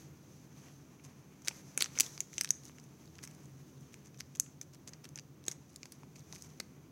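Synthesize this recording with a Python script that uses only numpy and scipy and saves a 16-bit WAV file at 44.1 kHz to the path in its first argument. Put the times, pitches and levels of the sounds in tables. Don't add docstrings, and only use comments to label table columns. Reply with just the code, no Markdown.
import sys
import numpy as np
from scipy import signal
from scipy.fft import rfft, irfft, next_fast_len
from scipy.io import wavfile
from scipy.ndimage import uniform_filter1d, map_coordinates

SR = 44100
rng = np.random.default_rng(int(sys.argv[2]) if len(sys.argv) > 2 else 0)


def unload_wav(signal):
    wavfile.write(
        sys.argv[1],
        SR,
        np.round(np.clip(np.atleast_2d(signal).T, -1, 1) * 32767).astype(np.int16),
    )


N = 304731

# freq_hz [Hz], gain_db [dB]
PANEL_RESPONSE = [(600, -31), (1300, -3), (2400, 5.5), (3200, -3.5), (4500, -32.5)]
# freq_hz [Hz], gain_db [dB]
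POUCH_RESPONSE = [(120, -26.5), (300, 0), (700, -4), (1150, -3), (1700, -14), (3000, -53)]
# freq_hz [Hz], gain_db [dB]
PORT_RESPONSE = [(20, -20), (90, -1.5), (4300, -0.5), (5300, 0), (6200, 7), (7200, -1.5), (8300, -6.5),
                 (17000, -2.5)]
# start_s [s], end_s [s], level_db [dB]
STROKES = [(1.036, 1.067, -68), (1.447, 1.476, -64), (1.743, 1.754, -70), (1.781, 1.808, -57.5),
           (1.827, 1.871, -59.5), (1.954, 1.984, -57.5), (2.01, 2.049, -57), (2.318, 2.375, -68),
           (2.385, 2.452, -65), (2.634, 2.694, -65), (3.226, 3.256, -60), (3.33, 3.352, -73),
           (3.43, 3.47, -76.5), (3.924, 3.94, -65), (4.046, 4.081, -72.5), (4.186, 4.206, -59),
           (4.355, 4.363, -56.5), (4.616, 4.635, -65), (4.73, 4.755, -64.5), (4.873, 4.896, -61),
           (5.038, 5.06, -67), (5.158, 5.191, -68), (5.464, 5.533, -63.5), (5.68, 5.763, -76.5),
           (5.921, 5.964, -74.5), (6.155, 6.209, -67.5), (6.326, 6.367, -61.5), (6.381, 6.474, -65.5),
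           (6.49, 6.505, -67)]


def amp(db):
    return 10 ** (np.asarray(db) / 20)


def unit(x):
    return x / np.sqrt(np.mean(x ** 2) + 1e-20)


def along(points, hz):
    f, v = np.transpose(points)
    return np.interp(np.log(hz + 1), np.log(f + 1), v)


def colour(x, spectrum):
    size = 4096
    gain_db = along(spectrum, np.fft.rfftfreq(size, 1 / SR))
    cepstrum = irfft(np.log(amp(gain_db)), size)
    cepstrum[1:size // 2] *= 2
    cepstrum[size // 2 + 1:] = 0
    kernel = irfft(np.exp(rfft(cepstrum)), size)
    x = np.atleast_2d(x)
    return signal.fftconvolve(x, kernel[None], axes=1)[:, :x.shape[1]]


def wobble(knots_per_s):
    knots = rng.standard_normal(int(N * knots_per_s / SR) + 4)
    return map_coordinates(knots, [np.arange(N) * knots_per_s / SR])


def ring(x, centre_hz, width_hz):
    size = 2 * x.shape[1]
    f = np.fft.rfftfreq(size, 1 / SR)
    damping = 1j * f * width_hz
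    response = damping / (centre_hz ** 2 - f * f + damping)
    return irfft(rfft(x, size) * response, size)[:, :x.shape[1]]


def place(start_s, rows):
    where = np.round(start_s * SR).astype(int) + np.arange(rows.shape[1])
    where = np.clip(where, 0, N)
    return np.bincount(where.ravel(), rows.ravel(), N + 1)[:N]


def low_pass(x, top_hz):
    size = next_fast_len(N + SR // 4)
    keep = np.fft.rfftfreq(size, 1 / SR) < top_hz
    return irfft(rfft(x, size) * keep, size)[..., :N]


def stroke_db(bright_db):
    t = np.arange(N) / SR
    power = sum(amp(2 * db) * ((t > start_s) & (t < end_s)) for start_s, end_s, db in STROKES)
    power = uniform_filter1d(power, size=200)
    return 10 * np.log10(amp(2 * bright_db) + np.abs(power))


def crinkles(level_db, count=2500):
    when, pitch, size = rng.random((count, 3)).T[:, :, None]
    t = np.arange(SR // 200) / SR
    hz = 1200 * amp(20 * pitch)
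    noise = rng.standard_normal((count, len(t))) * amp(-60 * t / 0.009)
    burst = ring(noise, hz, width_hz=0.49 * hz)
    burst = burst / np.linalg.norm(burst, axis=1, keepdims=True)
    local_db = level_db[(when * N).astype(int)]
    loud_db = local_db + 10.0 - 2.94 * np.log(size + 0.0036)
    return place(when * N / SR, amp(loud_db) * burst)


def rustle():
    # time_s [s], bright_db [dB], dull_db [dB]
    friction = [(0, -62, -66), (.12, -75.5, -70.5), (.38, -66.5, -70), (.5, -76, -70.5), (.6, -65.5, -66),
                (.68, -64, -60.5), (.75, -68.5, -70.5), (.9, -74, -70), (1.4, -76, -70.5),
                (1.5, -63, -64.5), (1.7, -69, -70.5), (1.8, -68, -64), (2.02, -55, -61.5),
                (2.3, -68.5, -74), (2.4, -54, -62), (2.52, -65, -69), (2.9, -72, -70.5),
                (3.25, -69.5, -69.5), (3.45, -76.5, -72), (3.7, -70.5, -71.5), (3.88, -69.5, -69),
                (4.049, -77, -72.5), (4.4, -73.5, -73.5), (5.351, -93.5, -76), (5.5, -74, -71.5),
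                (5.9, -72, -73), (6.08, -79.5, -73.5), (6.35, -66, -69.5), (6.91, -86, -74)]
    # freq_hz [Hz], gain_db [dB]
    skin_response = [(2000, -24), (3500, -4), (6000, 4), (9000, -0.5), (12000, -1.5), (16000, -14)]
    time_s, bright_points, dull_points = np.transpose(friction)
    t = np.arange(N) / SR
    slow_db = np.interp(t, time_s, bright_points)
    bright_db = stroke_db(slow_db)
    dull_db = np.interp(t, time_s, dull_points) + 0.55 * (bright_db - slow_db)
    clumps = amp(1.9 * wobble(7) + 2.0 * wobble(33) + 0.28 * wobble(200))
    grains = clumps * rng.standard_normal(N) * amp(0.95 * rng.exponential(size=N))
    bright = unit(colour(grains, skin_response))
    dull = unit(colour(grains, PANEL_RESPONSE) + amp(10) * colour(grains, POUCH_RESPONSE))
    friction_sound = (amp(bright_db) * bright + amp(dull_db) * dull)[0]
    return friction_sound + crinkles(bright_db)


def hum():
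    # freq_hz [Hz], gain_db [dB]
    room_modes = [(25, -12.5), (45, -20.5), (85, -4), (108, -10.5), (122, -6), (135, 5), (144, 1),
                  (152, 4.5), (171, -10), (190, -1), (222, -11.5), (245, -6.5), (253, -2), (261, -8),
                  (282, -8), (320, -9), (600, -23), (1200, -28.5), (2300, -37)]
    size = next_fast_len(N)
    gain = amp(along(room_modes, np.fft.rfftfreq(size, 1 / SR)))
    drone = irfft(rfft(rng.standard_normal(size)) * gain, size)[:N]
    return amp(-55.0 + 0.58 * wobble(1.6)) * unit(drone)


def hiss():
    # freq_hz [Hz], gain_db [dB]
    hiss_spectrum = [(600, -26.5), (1500, 19.5), (3800, -12), (8000, 21.5), (11000, -4), (16000, -7)]
    return amp(-88.5) * unit(colour(rng.standard_normal(N), hiss_spectrum)[0])


def crackle(count=18):
    rate_per_s, silent_db = 230, -200
    over_stroke_db, spread_db = 25, 3
    centre_hz, spread_hz, length_ms = 6000, 640, 1.6
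    panel_db, edge_db, colour_spread_db = -16, -9, 4
    start_s, end_s, stroke_level_db = np.repeat(STROKES, count, axis=0).T
    gaps = rng.exponential(size=(len(STROKES), count))
    s = start_s + np.cumsum(gaps, axis=1).ravel() / rate_per_s
    size, pitch, panel, edge = rng.standard_normal((len(s), 4)).T
    level_db = stroke_level_db + over_stroke_db + spread_db * size
    return np.transpose([s,
                         np.where(s < end_s, level_db, silent_db),
                         centre_hz + spread_hz * pitch,
                         panel_db + colour_spread_db * panel,
                         edge_db + colour_spread_db * edge,
                         np.full(len(s), length_ms)])


def snaps():
    # [ms, held to 0.3-8]
    crease_rows = [(0.9957, -55, 4570, 15, -11, 6.5), (1.0493, -33, 6040, -14, -9, 2.2),
                   (1.4197, -36.5, 6230, -11, -7, 4.8), (1.4741, -18, 4060, -2, -6, 6.3),
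                   (1.483, -5, 5100, -7.5, -8, 0.99), (1.5112, -38.5, 4130, 9.5, -16, 4.8),
                   (1.7761, -5.5, 7400, -8, -1.5, 2.6), (1.8061, -9.5, 4720, -11, -8, 4.1),
                   (1.8092, -10.5, 4560, -1.5, -12, 4.4), (1.8175, -14, 6330, -12, -12, 4.7),
                   (1.8228, -3, 4330, -8.5, -3.5, 1.4), (1.834, -24, 4375, -7, -17, 6.7),
                   (1.843, -12.5, 6210, -11, -21, 1.9), (1.859, -21.5, 4920, -1, -20, 2.3),
                   (1.954, -35.5, 4000, 3, -20, 3), (1.967, -35.5, 3984, 3, -19.5, 3),
                   (1.9753, -24.5, 5520, 4.5, -25, 4), (1.988, -4.5, 5860, -17, -14, 1.4),
                   (1.9993, -3, 5200, -8, -3, 2.5), (2.0063, 3, 7440, -14, -4.5, 2.5),
                   (2.017, -20, 5310, -10, -18, 2.7), (2.033, -34.5, 4200, 5, -19.5, 4),
                   (2.0634, -22, 4600, -12, -18, 2.9), (2.1775, -23, 4930, -6, -17, 2.4),
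                   (2.2049, -6, 7420, -18, -12.5, 2.6), (2.3313, -31, 5590, -2, -30, 1.7),
                   (2.3394, -28, 7140, -18, -13, .95), (2.381, -9.5, 6300, -7.5, -14, 2.2),
                   (2.4109, -5.5, 5310, -8.5, -4.5, 1.1), (2.4344, -25, 6340, -21, 1, 6.3),
                   (2.4456, -12.5, 5370, -6, -7, 3), (2.4561, -26, 4260, -7, -13, 1.3),
                   (2.4745, -29.5, 4130, -1.5, -13, 2.47), (2.4905, -22, 4810, -25, -8, 1.4),
                   (2.5061, 2.5, 6900, -24.5, -13.5, 2.3), (2.653, -28, 6560, -24, -6, 2.8),
                   (2.696, -49, 5320, 11, -.5, 2.1), (2.784, -35.5, 5160, 1.5, -16, 3.4),
                   (2.7986, -35, 6400, -19, -12, 2.7), (2.839, -39.5, 6570, -18, -4, 5.5),
                   (3.0558, -41, 4380, -19, -11, 3.7), (3.0758, -42, 4000, -17, -14, 3.7),
                   (3.1538, -36.5, 5350, -8, -13, 3.6), (3.1844, -33.5, 5140, -10, -21, 1.5),
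                   (3.1888, -37, 4500, 7.5, -14, 1.9), (3.237, -22.5, 5260, -6, -4, 9.8),
                   (3.275, -27, 5660, -6.5, -9, 3), (3.3113, -37.5, 7000, -11, -5, 3.2),
                   (3.349, -41, 5700, -19, -2, 3.2), (3.4561, -38.5, 6700, -17, -7.5, 2.2),
                   (3.809, -42, 6100, -13, -5, 2.3), (3.9416, -30.5, 6380, -.5, -7.5, 2.12),
                   (4.059, -35.5, 6480, -10, -11, 2.4), (4.0723, -39.5, 5750, -21, -12, 2.4),
                   (4.144, -41.5, 4780, -1.5, -17, 4.1), (4.1743, -37, 6240, -24, -16.5, 2.7),
                   (4.2065, -18, 5630, -6, -12.5, 1.1), (4.3514, -29.5, 6740, -8, -12, 1.9),
                   (4.3705, -33, 6670, -30, -9, 1.9), (4.3989, -0.5, 6900, -26.5, -6.5, 1.23),
                   (4.463, -47, 6200, 8.5, -13, 3), (4.6131, -17.5, 6350, -16, -13.5, 3.7),
                   (4.8758, -24.5, 6000, -10, -10.5, 2.6), (4.934, -26, 4500, -10, -21, 4.4),
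                   (5.0434, -29, 5670, -7.5, -8, 4.6), (5.0531, -31, 3980, -3.5, -8, 3),
                   (5.0899, -33, 6400, -16.5, -5, 1.7), (5.1575, -19.5, 6100, -20, -16, 3.1),
                   (5.1754, -29.5, 4860, -2, -6, 4.4), (5.1874, -22.5, 4850, -6, -22, 3.1),
                   (5.1955, -26.5, 4270, -11, -16.5, 1.8), (5.4398, -37, 4590, -16, -7.5, 2.4),
                   (5.4534, -33.5, 5950, -29.5, -22, 1.5), (5.465, -28, 6500, -22, -10, 1.7),
                   (5.482, -7, 6350, -15, -10, 1.6), (5.5135, -16.5, 6100, -17, -13, 5.8),
                   (5.52, -25, 6850, -11, -8, 5.3), (5.7604, -24.5, 6950, -19, -4, 2.4),
                   (5.8311, -23.5, 4560, -4, -24, 2.52), (5.8558, -29.5, 4760, -5, -8, 3.2),
                   (5.9209, -29.5, 4960, -12, 1.2, 5.2), (6.0333, -46.5, 5100, 5.5, -12, 4.4),
                   (6.1585, -35.5, 5720, -2.5, -19.5, 3.6), (6.3254, -23.5, 4860, -9.5, -13, 2.7),
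                   (6.3482, -38, 5860, -17, -17, 4.8), (6.3608, -31, 5040, -4, -19, 1.5),
                   (6.4222, -24, 6360, -34, -7, 3.3), (6.6, -19.5, 5320, -7, -4, 2.1),
                   (6.6022, -16.5, 4430, -5, -14, 3)]
    # freq_hz [Hz], gain_db [dB]
    middle_response = [(2000, -27.5), (3500, -1), (6000, -0.5), (8000, 1.5), (11000, -25)]
    # freq_hz [Hz], gain_db [dB]
    edge_response = [(5500, -31.5), (8200, 8), (11000, 2.5), (13000, -5.5), (16300, -13), (17000, -44)]
    rows = np.vstack([crease_rows, crackle()])
    s, crease_db, crease_hz, panel_db, edge_db, length_ms = rows.T[:, :, None]
    pouch_db = -14.5 + 0.74 * panel_db
    lead_s = .004
    t = np.arange(SR // 40) / SR - lead_s
    life_s = np.clip(length_ms, .3, 8) / 1000
    after = np.clip(t, 0, None)

    creep = amp(-26 - 20 * np.abs(t) / .002)
    settle = amp(-22 * after / life_s) * (1 - np.exp(-after / (0.035 * life_s)))
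    slips = rng.standard_normal((len(s), len(t))) * (creep + settle)
    release = np.round((lead_s + .15 * life_s) * SR) == np.arange(len(t))
    slips = slips + release * 5 * (0.001 / life_s) ** 0.53

    crease = ring(colour(slips, middle_response), crease_hz, width_hz=1500)
    regions = ((colour(slips, POUCH_RESPONSE), crease_db + pouch_db),
               (colour(slips, PANEL_RESPONSE), crease_db + panel_db),
               (crease, crease_db),
               (colour(slips, edge_response), crease_db + edge_db))
    burst = 0
    for part, level_db in regions:
        heard = np.linalg.norm(colour(part, PORT_RESPONSE), axis=1, keepdims=True)
        burst = burst + amp(level_db) * part / heard
    return place(s - lead_s, burst)


def thumps():
    pops = [(1.51, -40, 900, 6), (1.776, -35, 422, 7.7), (1.967, -46, 470, 40), (2.006, -49, 1244, 40),
            (2.1777, -40, 1230, 6), (2.696, -42.5, 1100, 4.9), (5.482, -32.5, 377, 19),
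            (5.856, -43.5, 1020, 6), (6.0333, -40, 960, 6.9), (6.333, -43, 950, 9.4),
            (6.601, -32.5, 520, 7)]
    start_s, level_db, pitch_hz, t60_ms = np.transpose(pops)[:, :, None]
    t = np.arange(SR // 20) / SR
    decay_db = -60 * t * 1000 / np.clip(t60_ms, 2, 80)
    return place(start_s, amp(level_db + decay_db) * np.sin(2 * np.pi * pitch_hz * t))


def room(x):
    # mean_delay_ms [ms], level_db [dB energy re direct], t60_ms [ms]
    reflections = [(1.2, -13, 14), (6.5, -36, 5), (8.1, -18.5, 5.5), (16, -38.5, 8)]
    # freq_hz [Hz], t60_s [s]
    decay_times = [(500, 0.74), (3000, 0.22), (6000, 0.28), (12000, 0.19)]
    out = np.zeros(N + SR)
    step = SR // 12
    t = np.arange(SR // 3) / SR
    for start in range(0, N, step):
        hz, frame_s, z = signal.stft(rng.standard_normal(len(t)), SR, nperseg=256)
        decay = amp(-60 * frame_s / along(decay_times, hz)[:, None])
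        tail = signal.istft(z * decay, SR, nperseg=256)[1][:len(t)]
        build_up = 1 - np.exp(-t / 0.02)
        response = amp(-17.5) * tail / np.linalg.norm(tail) * build_up
        for delay_ms, level_db, t60_ms in reflections:
            late = t - delay_ms / 1000 * (1 + 0.097 * rng.standard_normal())
            fade = (late > 0) * amp(-60 * np.abs(late) * 1000 / t60_ms)
            smear = fade * rng.standard_normal(len(t))
            response = response + amp(level_db) * smear / np.linalg.norm(smear)
        wet = signal.fftconvolve(x[start:start + step], response)
        out[start:start + len(wet)] += wet
    return out[:N]


def scene():
    film = snaps() + thumps()
    soft = room(film) + rustle() + hum() + hiss()
    return (film + low_pass(soft, top_hz=15950))[None]


def record(dry):
    return low_pass(colour(dry, PORT_RESPONSE), top_hz=17070)


dry = scene()
out = record(dry)
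unload_wav(out)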